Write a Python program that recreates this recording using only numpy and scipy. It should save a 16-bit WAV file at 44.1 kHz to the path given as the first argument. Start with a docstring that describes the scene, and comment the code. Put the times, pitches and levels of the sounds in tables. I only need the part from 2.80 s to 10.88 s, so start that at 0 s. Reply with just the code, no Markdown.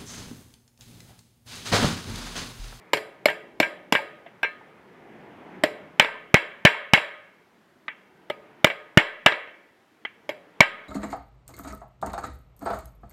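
"""A hammer taps a steel rod that drives a seal into a metal hub, lying on a block on a concrete floor.
Each blow cracks, thuds into the block and sets the hub ringing; the loose rod bounces and rattles.
A hard room rings on behind the hits, and distant traffic swells and fades outside.
The microphone is close, so the hardest blows overload it."""
import sys
import numpy as np
from scipy import signal
from scipy.fft import rfft, irfft
from scipy.io import wavfile

SR = 44100
rng = np.random.default_rng(int(sys.argv[2]) if len(sys.argv) > 2 else 0)


def file_out(sig):
    """Save sig as 16-bit WAV at sys.argv[1]."""
    # one column per channel
    cols = np.atleast_2d(sig).T
    # limit, then scale
    lim = np.clip(cols, -1, 1)
    pcm = np.round(lim * 32767).astype(np.int16)
    wavfile.write(sys.argv[1], SR, pcm)


N = 356372

# Traffic swells. Each row: time in seconds, rumble level in dB, tyre hiss level in dB.
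TRAFFIC_SWELLS = [(0, -55, -56), (.8, -52.5, -66.5), (1.5, -56, -60), (1.9, -55.5, -58), (2.3, -50, -55.5),
                  (2.75, -46, -51.5), (3.3, -53.5, -59), (3.9, -59.5, -60), (4.7, -62.5, -65),
                  (5.301, -59.5, -64), (5.8, -55, -57.5), (6.4, -62, -66.5), (7.099, -64.5, -65.5),
                  (7.6, -59, -61.5), (8.08, -59, -54)]
# Tone of engines, tyres and microphone hiss. Each row: frequency in Hz, relative level in dB.
RUMBLE_EQ = [(24, -54), (40, -23.5), (129, -8), (178, -1.5), (234, -3), (345, -0.5), (496, -6.5),
             (1000, -11.5), (1300, -34), (2200, -120)]
TYRE_EQ = [(410, -22), (700, -4.5), (1630, -5.5), (2160, -7.5), (3370, -19.5), (3960, -29), (7000, -43),
           (9100, -70.5), (15400, -120)]
MIC_EQ = [(1760, -36.5), (3000, -4.5), (3690, -5.5), (4430, -8), (8400, -15.5), (13500, -16.5),
          (16400, -24)]
# Fader of a thin high whine. 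Each row: time in seconds, level in dB.
WHINE_FADER = [(1.7, -110), (2.2, -107), (2.8, -92), (3.3, -100), (3.8, -115)]
# Room reverb. Each row: band in Hz, early echoes in dB, their t60 in seconds, tail in dB,
# its t60 in seconds.
ROOM_BANDS = [(151, -23, .1, -36.5, 0.28), (300, -16.5, 0.062, -26, 0.35), (640, -5.5, 0.079, -16.5, 0.68),
              (840, -9, 0.19, -27, 0.63), (1200, -2, 0.05, -18.5, 0.66), (1980, 8.5, 0.095, -13.5, 0.67),
              (2300, 4, 0.14, -18, 0.71), (3150, 3, 0.053, -20.5, 0.56), (3960, -10.5, 0.077, -28.5, .45),
              (4700, -25.5, 0.092, -33.5, 0.32), (6300, -32.5, 0.07, -42, 0.15),
              (7450, -29.5, 0.081, -36, .3), (9600, -37, 0.098, -50.5, 0.44),
              (11700, -44, 0.31, -49.5, .25), (14500, -51.5, .08, -61.5, .15)]
# Stray pings. Each row: start in seconds, nominal level in dB, pitch in Hz.
PING_CUES = [(1.189, -22, 880), (1.462, -35.5, 670), (1.81, -39, 876), (3.285, -26, 930),
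             (3.353, -30, 1010), (3.946, -24, 920), (4.013, -34, 1010), (6.224, -28.5, 614)]

# The layers of a hit. Each row: pitch in Hz, level in dB, t60 in seconds.
HUB_MODES = [(333, -28, 0.99), (432, -5, 0.6), (602, -1, 0.5), (953, -18.5, 0.36), (1077, -14.0, 0.2),
             (1244, -9.5, 0.64), (1562, 1.0, 0.11), (1672, -12, 0.46), (1775, -6.0, 0.13),
             (1960, -15.5, 0.13), (2177, -12.5, 0.16), (2180, -15.5, 0.17), (2300, 0, 0.23),
             (2723, -25.0, 0.42), (3060, -22.0, 0.14), (3296, -15, 0.25), (3125, -22, 0.93),
             (3370, -24.5, 0.34), (3300, -26.5, 0.4), (3880, -31.5, 0.48), (3990, -29.5, 0.35),
             (4810, -19.5, 0.34), (5106, -37.5, 0.37), (7340, -28.5, 0.14), (9700, -30.5, 0.2),
             (10700, -35.5, 0.15), (10700, -41.5, 0.2), (11850, -23.5, 0.19), (558, -7.5, .4),
             (5615, -35, .24)]  # long ring of hub and rod
ROD_MODES = [(942, -10.5, .1), (1243, -27.5, .9), (1605, 1, .15), (1770, -17, 0.44), (2140, -13, .2),
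             (2310, -6.5, .16), (2660, -12.5, 0.2), (4090, -25, 0.23), (5630, -27, 0.1)]  # free ring of the loose rod
BOWL_MODES = [(326, -12, 0.03), (601, 0.5, 0.023), (880, -5, 0.016)]  # hollow body of the hub, damped by the hand
CRACK_MODES = [(1200, -6.5, 0.007), (1488.6, -13.5, 0.011), (2962, -4.5, 0.011), (3660, -12, 0.011)]  # midrange bite
TREBLE_MODES = [(5000, 2.5, 0.0051), (6220, -15.5, 0.00082), (7470, -3.5, 0.0067), (9640, -9, 0.0031),
                (11740, -5.5, 0.0054), (14500, -21, 0.0047)]  # bright edge of the attack
CLINK_MODES = [(3297, -2.5, .035), (4270, -9, 0.044), (5120, -9, 0.02)]  # hammer on rod, plainest in light taps

# The loose rod knocks against the hub. Each row: start in seconds, crack level in dB, crack pitch
# in Hz, then treble and rod ring in dB relative to the crack.
BOUNCE_CUES = [(0.1705, -20.5, 2180, -13, -16), (0.4834, -12.5, 1810, -24, -16),
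               (0.4995, -20, 2200, -17.5, -14), (0.8281, -12.5, 2310, -34, -8.5),
               (1.151, -7, 1810, -23, -14), (1.63, -15, 2590, -20.5, -2), (1.644, -17, 2300, -43, -15),
               (3.222, -13.5, 2300, -24.5, -16), (3.2457, -14.5, 2270, -30, -14.5),
               (3.566, -13.5, 2300, -26.5, -19), (3.872, -10, 2290, -28.5, -13),
               (4.1747, -10.5, 2720, -33, -19), (5.8682, -14, 2300, -22, -13.5),
               (5.9, -16, 2390, -29.5, -19.5), (6.196, -11, 2200, -25, -16.5),
               (6.482, -12, 1750, -26.5, -13), (6.5216, -14.5, 1960, -48, -18),
               (6.6737, -37.5, 1930, -40, -11), (7.8294, -17.5, 2080, -34, -12)]
# Hammer blows and light touches. Each row: start in seconds, crack level in dB, crack pitch in Hz,
# then thud, bowl, treble and room send in dB relative to the crack, and rim tone boost in dB.
BLOW_CUES = [(0.1328, -8.5, 2310, -24, 1, -7.5, -21, 7), (0.456, -4, 2230, -32, 0, -8.5, -27, -1),
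             (0.8003, -3.5, 2270, -40, -1, -10.5, -24, -13.5),
             (1.1234, -4.5, 2300, -37, 0, -9.5, -23.5, -8), (1.4616, -40.5, 2030, -21, -8.5, -38, -11, 4),
             (2.836, -4.5, 2150, -30, -1, -13, -24.5, -12.5),
             (3.1964, 3.5, 2430, -30.5, -8, -17.5, -22.5, 1), (3.542, 4.5, 2210, -9, -8, -18.5, -24, -1),
             (3.8504, 4, 2353, -6.5, -10, -19, -18.5, 1.5), (4.1344, 3, 2250, -11.5, -8.5, -16, -19.5, 2),
             (5.0809, -17.5, 2020, -41, -17.5, -49, -21, 2), (5.4991, -18, 2030, -21, 1, -18.5, -25.5, 11),
             (5.8443, 2, 2340, -11, -3.5, -14.5, -28.5, 1), (6.1729, 5, 1668, -3, -9, -19.5, -23, 3),
             (6.4608, 2.5, 2918, -18.5, -7, -20, -19.5, -1.5),
             (7.2499, -18, 2070, -47.5, -28.5, -46.5, -23, 0),
             (7.4911, -18.5, 2180, -27, 0.5, -16, -22, -11),
             (7.805, 6, 2300, -13, -8.5, -19.5, -25.5, 19.5)]

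ECHO_MODES_DB, TOP_HZ = 9, 16500
PLAIN_BOWL_DB, PLAIN_TREBLE_DB = -8, -23  # a hit of this colour adds no bass or treble tilt
SHIMMER_PER_DB = -.5  # light blows ring brighter at the very top
THUD_HZ, THUD_T60_S = 138.4, 0.012
RIM_HZ, RADIATES_HZ = 1250, 220  # rim tone; low cut, as the hub is too small to radiate bass
CLINK_DB, CLINK_PER_DB = -5.5, -0.43  # relative to the treble of the hit
RING_DB, RING_PER_DB = -34, -0.5  # hard blows ring less for the size of their crack
HELD_ROD_DB = -31  # pressed on the seal, the rod hardly rings
CONTACT_MS, CHATTER_MS, CHATTER_MS_PER_DB = .25, 4.11, -0.1  # hard blows chatter more briefly
BLOW_TOUCH = dict(rod_db=HELD_ROD_DB, rise_ms=1.6, strike=0.86)
BOUNCE_TOUCH = dict(thud_db=-28, bowl_db=-8, rim_db=0, ring_db=-26, chatter_ms=4.7, rise_ms=0.51,
                    strike=.6)
BOUNCE_ROOM_DB = -20


def undb(db):
    """Gain of a dB value."""
    return 10 ** (np.asarray(db) / 20)


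def convolve(a, b):
    """a through the response b, as long as a."""
    return signal.fftconvolve(a, b)[:len(a)]


def peak(x, db):
    """x scaled to a peak level."""
    return x * undb(db) / np.max(np.abs(x))


def fade_in(x, seconds):
    """x with a linear attack."""
    return x * np.minimum(np.arange(len(x)) / SR / seconds, 1)


def ring(modes, seconds, scatter_db, detune=0.):
    """Decaying sines; every blow lands elsewhere, so it shares its energy anew among them."""
    hz, db, t60 = np.transpose(modes)[:, :, None]
    polarity, level, pitch = rng.standard_normal((3, len(hz), 1))
    t = np.arange(int(seconds * SR)) / SR
    gain = np.sign(polarity) * undb(db + scatter_db * level - 60 * t / t60)
    return np.sum(gain * np.sin(2 * np.pi * hz * (1 + detune * pitch) * t), axis=0)


def noise_bed(eq, flicker_db, rate_hz):
    """Shaped noise of rms 1; each third-octave wavers on its own."""
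    hz, db = np.transpose(eq)
    f = np.maximum(np.arange(N // 2 + 1) * SR / N, 1.)
    spectrum = rfft(rng.standard_normal(N)) * undb(np.interp(np.log(f), np.log(hz), db, -90, -90))
    band, step, out = np.floor(3 * np.log2(f)), int(SR / rate_hz), 0
    for b in range(int(3 * np.log2(hz[0])), int(3 * np.log2(hz[-1])) + 1):
        knots = rng.standard_normal(N // step + 2)
        waver = np.interp(np.arange(N) / step, np.arange(len(knots)), knots)
        out = out + irfft(spectrum * (band == b), N) * undb(flicker_db * waver)
    return out / np.std(out)


def tilt(hz, db, bowl_db, treble_db):
    """EQ in dB that makes ring and reverb follow the bass and treble of the hit."""
    shimmer = SHIMMER_PER_DB * max(db, -10) * np.clip((hz - 8500) / 2000, 0, 1)
    bass, treble = 1.8 * (bowl_db - PLAIN_BOWL_DB), 1.2 * (treble_db - PLAIN_TREBLE_DB)
    return shimmer + np.interp(np.log(hz), np.log([500, 1100, 3300, 5000]), [bass, 0, 0, treble])


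def traffic():
    """Engine rumble and tyre hiss, each riding its own swells."""
    t = np.arange(N) / SR
    times, rumble_db, tyre_db = np.transpose(TRAFFIC_SWELLS)
    rumble = noise_bed(RUMBLE_EQ, flicker_db=2.5, rate_hz=9) * undb(np.interp(t, times, rumble_db))
    tyres = noise_bed(TYRE_EQ, flicker_db=1.6, rate_hz=12) * undb(np.interp(t, times, tyre_db))
    return rumble + tyres


def whine(hz=10847):
    """A very faint high tone that swells once."""
    t = np.arange(N) / SR
    return np.sin(2 * np.pi * hz * t) * undb(np.interp(t, *np.transpose(WHINE_FADER)))


def room(hits):
    """Echoes too dense to tell apart: band noise that jumps at each hit, then dies in two stages."""
    hz, early_db, early_t60, late_db, late_t60 = np.transpose(ROOM_BANDS)[:, :, None]
    t = np.arange(SR) / SR
    decay = undb(early_db - 60 * t / early_t60) ** 2 + undb(late_db - 60 * t / late_t60) ** 2
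    decay *= np.clip((t - .002) / 0.0085, 0, 1)  # pre-delay and build-up
    power = np.zeros((len(hz), N + SR))
    for start, room_db, hit in hits:
        send_db = hit["db"] + room_db + tilt(hz, hit["db"], hit["bowl_db"], hit["treble_db"])
        power[:, int(start * SR):int(start * SR) + SR] += decay * undb(send_db) ** 2
    f = np.maximum(np.arange(N // 2 + 1) * SR / N, 1.)
    # the reverb carries the modes of the hub as narrow, rough bands
    resonances = sum(1 / (1 + ((f - mode) / (3.8 + 0.0041 * mode)) ** 2) for mode, *_ in HUB_MODES)
    spectrum = rfft(rng.standard_normal(N)) * np.sqrt(1 + undb(ECHO_MODES_DB) ** 2 * resonances)
    centres, out = np.log(np.r_[hz[0] / 2, hz[:, 0], TOP_HZ]), 0
    for k in range(len(hz)):
        crossover = np.interp(np.log(f), centres, np.arange(len(centres)) == k + 1)
        band = irfft(spectrum * crossover, N)
        out = out + band / np.std(band) * np.sqrt(power[k, :N])
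    return out


def pings():
    """Short lone rings in the tails, as of a loose part that touches the hub again."""
    out = np.zeros(N + SR)
    for start, db, hz in PING_CUES:
        tone = ring([(hz, db, .045)], seconds=.15, scatter_db=1.0)
        out[int(start * SR):int(start * SR) + len(tone)] += fade_in(tone, .003)
    return out[:N]


def block_thud(db):
    """The block under the hub answers a little late, with one or two slow swings."""
    t = np.arange(int(0.021 * SR)) / SR
    swing = t * undb(-60 * t / THUD_T60_S) * np.sin(2 * np.pi * THUD_HZ * t)
    return peak(np.gradient(swing), db)


def hub_ring(hz, db, bowl_db, treble_db, rim_db):
    """The sustain of the hub: every mode is a close pair that beats."""
    modes = np.array(HUB_MODES, float)
    mode_hz = modes[:, 0]
    modes[:, 1] += tilt(mode_hz, db, bowl_db, treble_db)
    modes[:, 1] += 7 * np.exp(-(np.log(mode_hz / hz) / 0.15) ** 2)  # driven hardest near the crack
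    modes[:, 1] += rim_db * (abs(mode_hz - RIM_HZ) < 60)  # depends on where the rod stands
    return (ring(modes, .8, 2.5, detune=.002) + ring(modes, .8, 2.5, detune=.004)) / 4


def steel_chatter(chatter_ms, rise_ms, strike):
    """The exciter: steel faces meet and chatter for a few milliseconds."""
    ms = 1000 * np.arange(int(0.021 * SR)) / SR
    envelope = .16 * np.minimum(ms / rise_ms, 1) * np.exp(-(ms / chatter_ms) ** 2)
    chatter = envelope * rng.standard_normal(len(ms))
    chatter[[8, 30]] = .15 * strike, strike  # a first touch, then the blow
    return chatter


def crack(chatter, hz, db, bowl_db, treble_db):
    """The attack: chatter excites a pitched bite, a hollow bowl, a bright edge and a clink."""
    # the contact lasts a moment, so the lower resonances get a rounded push
    push = convolve(chatter, np.hanning(int(CONTACT_MS * SR / 1000)))
    bite = convolve(ring(CRACK_MODES + [(hz, 0, .016)], .15, 0.96, 0.022), push)
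    bowl = convolve(ring(BOWL_MODES, .15, 1.0, 0.016), push)
    edge = convolve(ring(TREBLE_MODES, .15, 0.92, 0.017), chatter)
    clink = convolve(ring(CLINK_MODES, .15, 1.0, 0.0065), push)
    clink_db = treble_db + CLINK_DB + CLINK_PER_DB * db
    return peak(bite, 0) + peak(bowl, bowl_db) + peak(edge, treble_db) + peak(clink, clink_db)


def steel_hit(db, hz, thud_db, bowl_db, treble_db, rim_db, ring_db, rod_db, chatter_ms, rise_ms, strike):
    """One blow or bounce: a crack on top, hub and rod ringing on, the block thudding underneath."""
    attack = crack(steel_chatter(chatter_ms, rise_ms, strike), hz, db, bowl_db, treble_db)
    out = undb(ring_db) * fade_in(hub_ring(hz, db, bowl_db, treble_db, rim_db), 0.0031)
    out += undb(rod_db) * fade_in(ring(ROD_MODES, .8, scatter_db=1.5, detune=0.0017), 0.0022)
    out[:len(attack)] += attack
    out = signal.sosfilt(signal.butter(2, RADIATES_HZ, "high", fs=SR, output="sos"), out)
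    thud = block_thud(thud_db)
    out[:len(thud)] += thud
    return out * undb(db)


def hit_cues():
    """Every blow and bounce as start in seconds, room send in dB and settings for steel_hit."""
    for start, db, hz, thud_db, bowl_db, treble_db, room_db, rim_db in BLOW_CUES:
        yield start, room_db, dict(
            BLOW_TOUCH, db=db, hz=hz, thud_db=thud_db, bowl_db=bowl_db, treble_db=treble_db,
            rim_db=rim_db, ring_db=RING_DB + RING_PER_DB * db,
            chatter_ms=max(CHATTER_MS + CHATTER_MS_PER_DB * db, 1))
    for start, db, hz, treble_db, rod_db in BOUNCE_CUES:
        yield start, BOUNCE_ROOM_DB, dict(BOUNCE_TOUCH, db=db, hz=hz, treble_db=treble_db, rod_db=rod_db)


def scene():
    """The mono mix: close hits and their reverb over the traffic bed."""
    hits = list(hit_cues())
    close = np.zeros(N + SR)
    for start, _, hit in hits:
        sound = steel_hit(**hit)
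        close[int(start * SR):int(start * SR) + len(sound)] += sound
    return (close[:N] + pings() + room(hits) + traffic() + whine())[None]


def record(dry):
    """Microphone hiss, hard clipping, a coupling capacitor slow to settle, and a steep high cut."""
    hiss = noise_bed(MIC_EQ, flicker_db=.5, rate_hz=10) * undb(-74)
    clipped = np.clip(dry + hiss, -.93, .93)
    coupled = signal.sosfilt(signal.butter(1, 1.5, "high", fs=SR, output="sos"), clipped)
    return signal.sosfilt(signal.ellip(12, .2, 90, TOP_HZ, fs=SR, output="sos"), coupled)


dry = scene()
out = record(dry)
file_out(out)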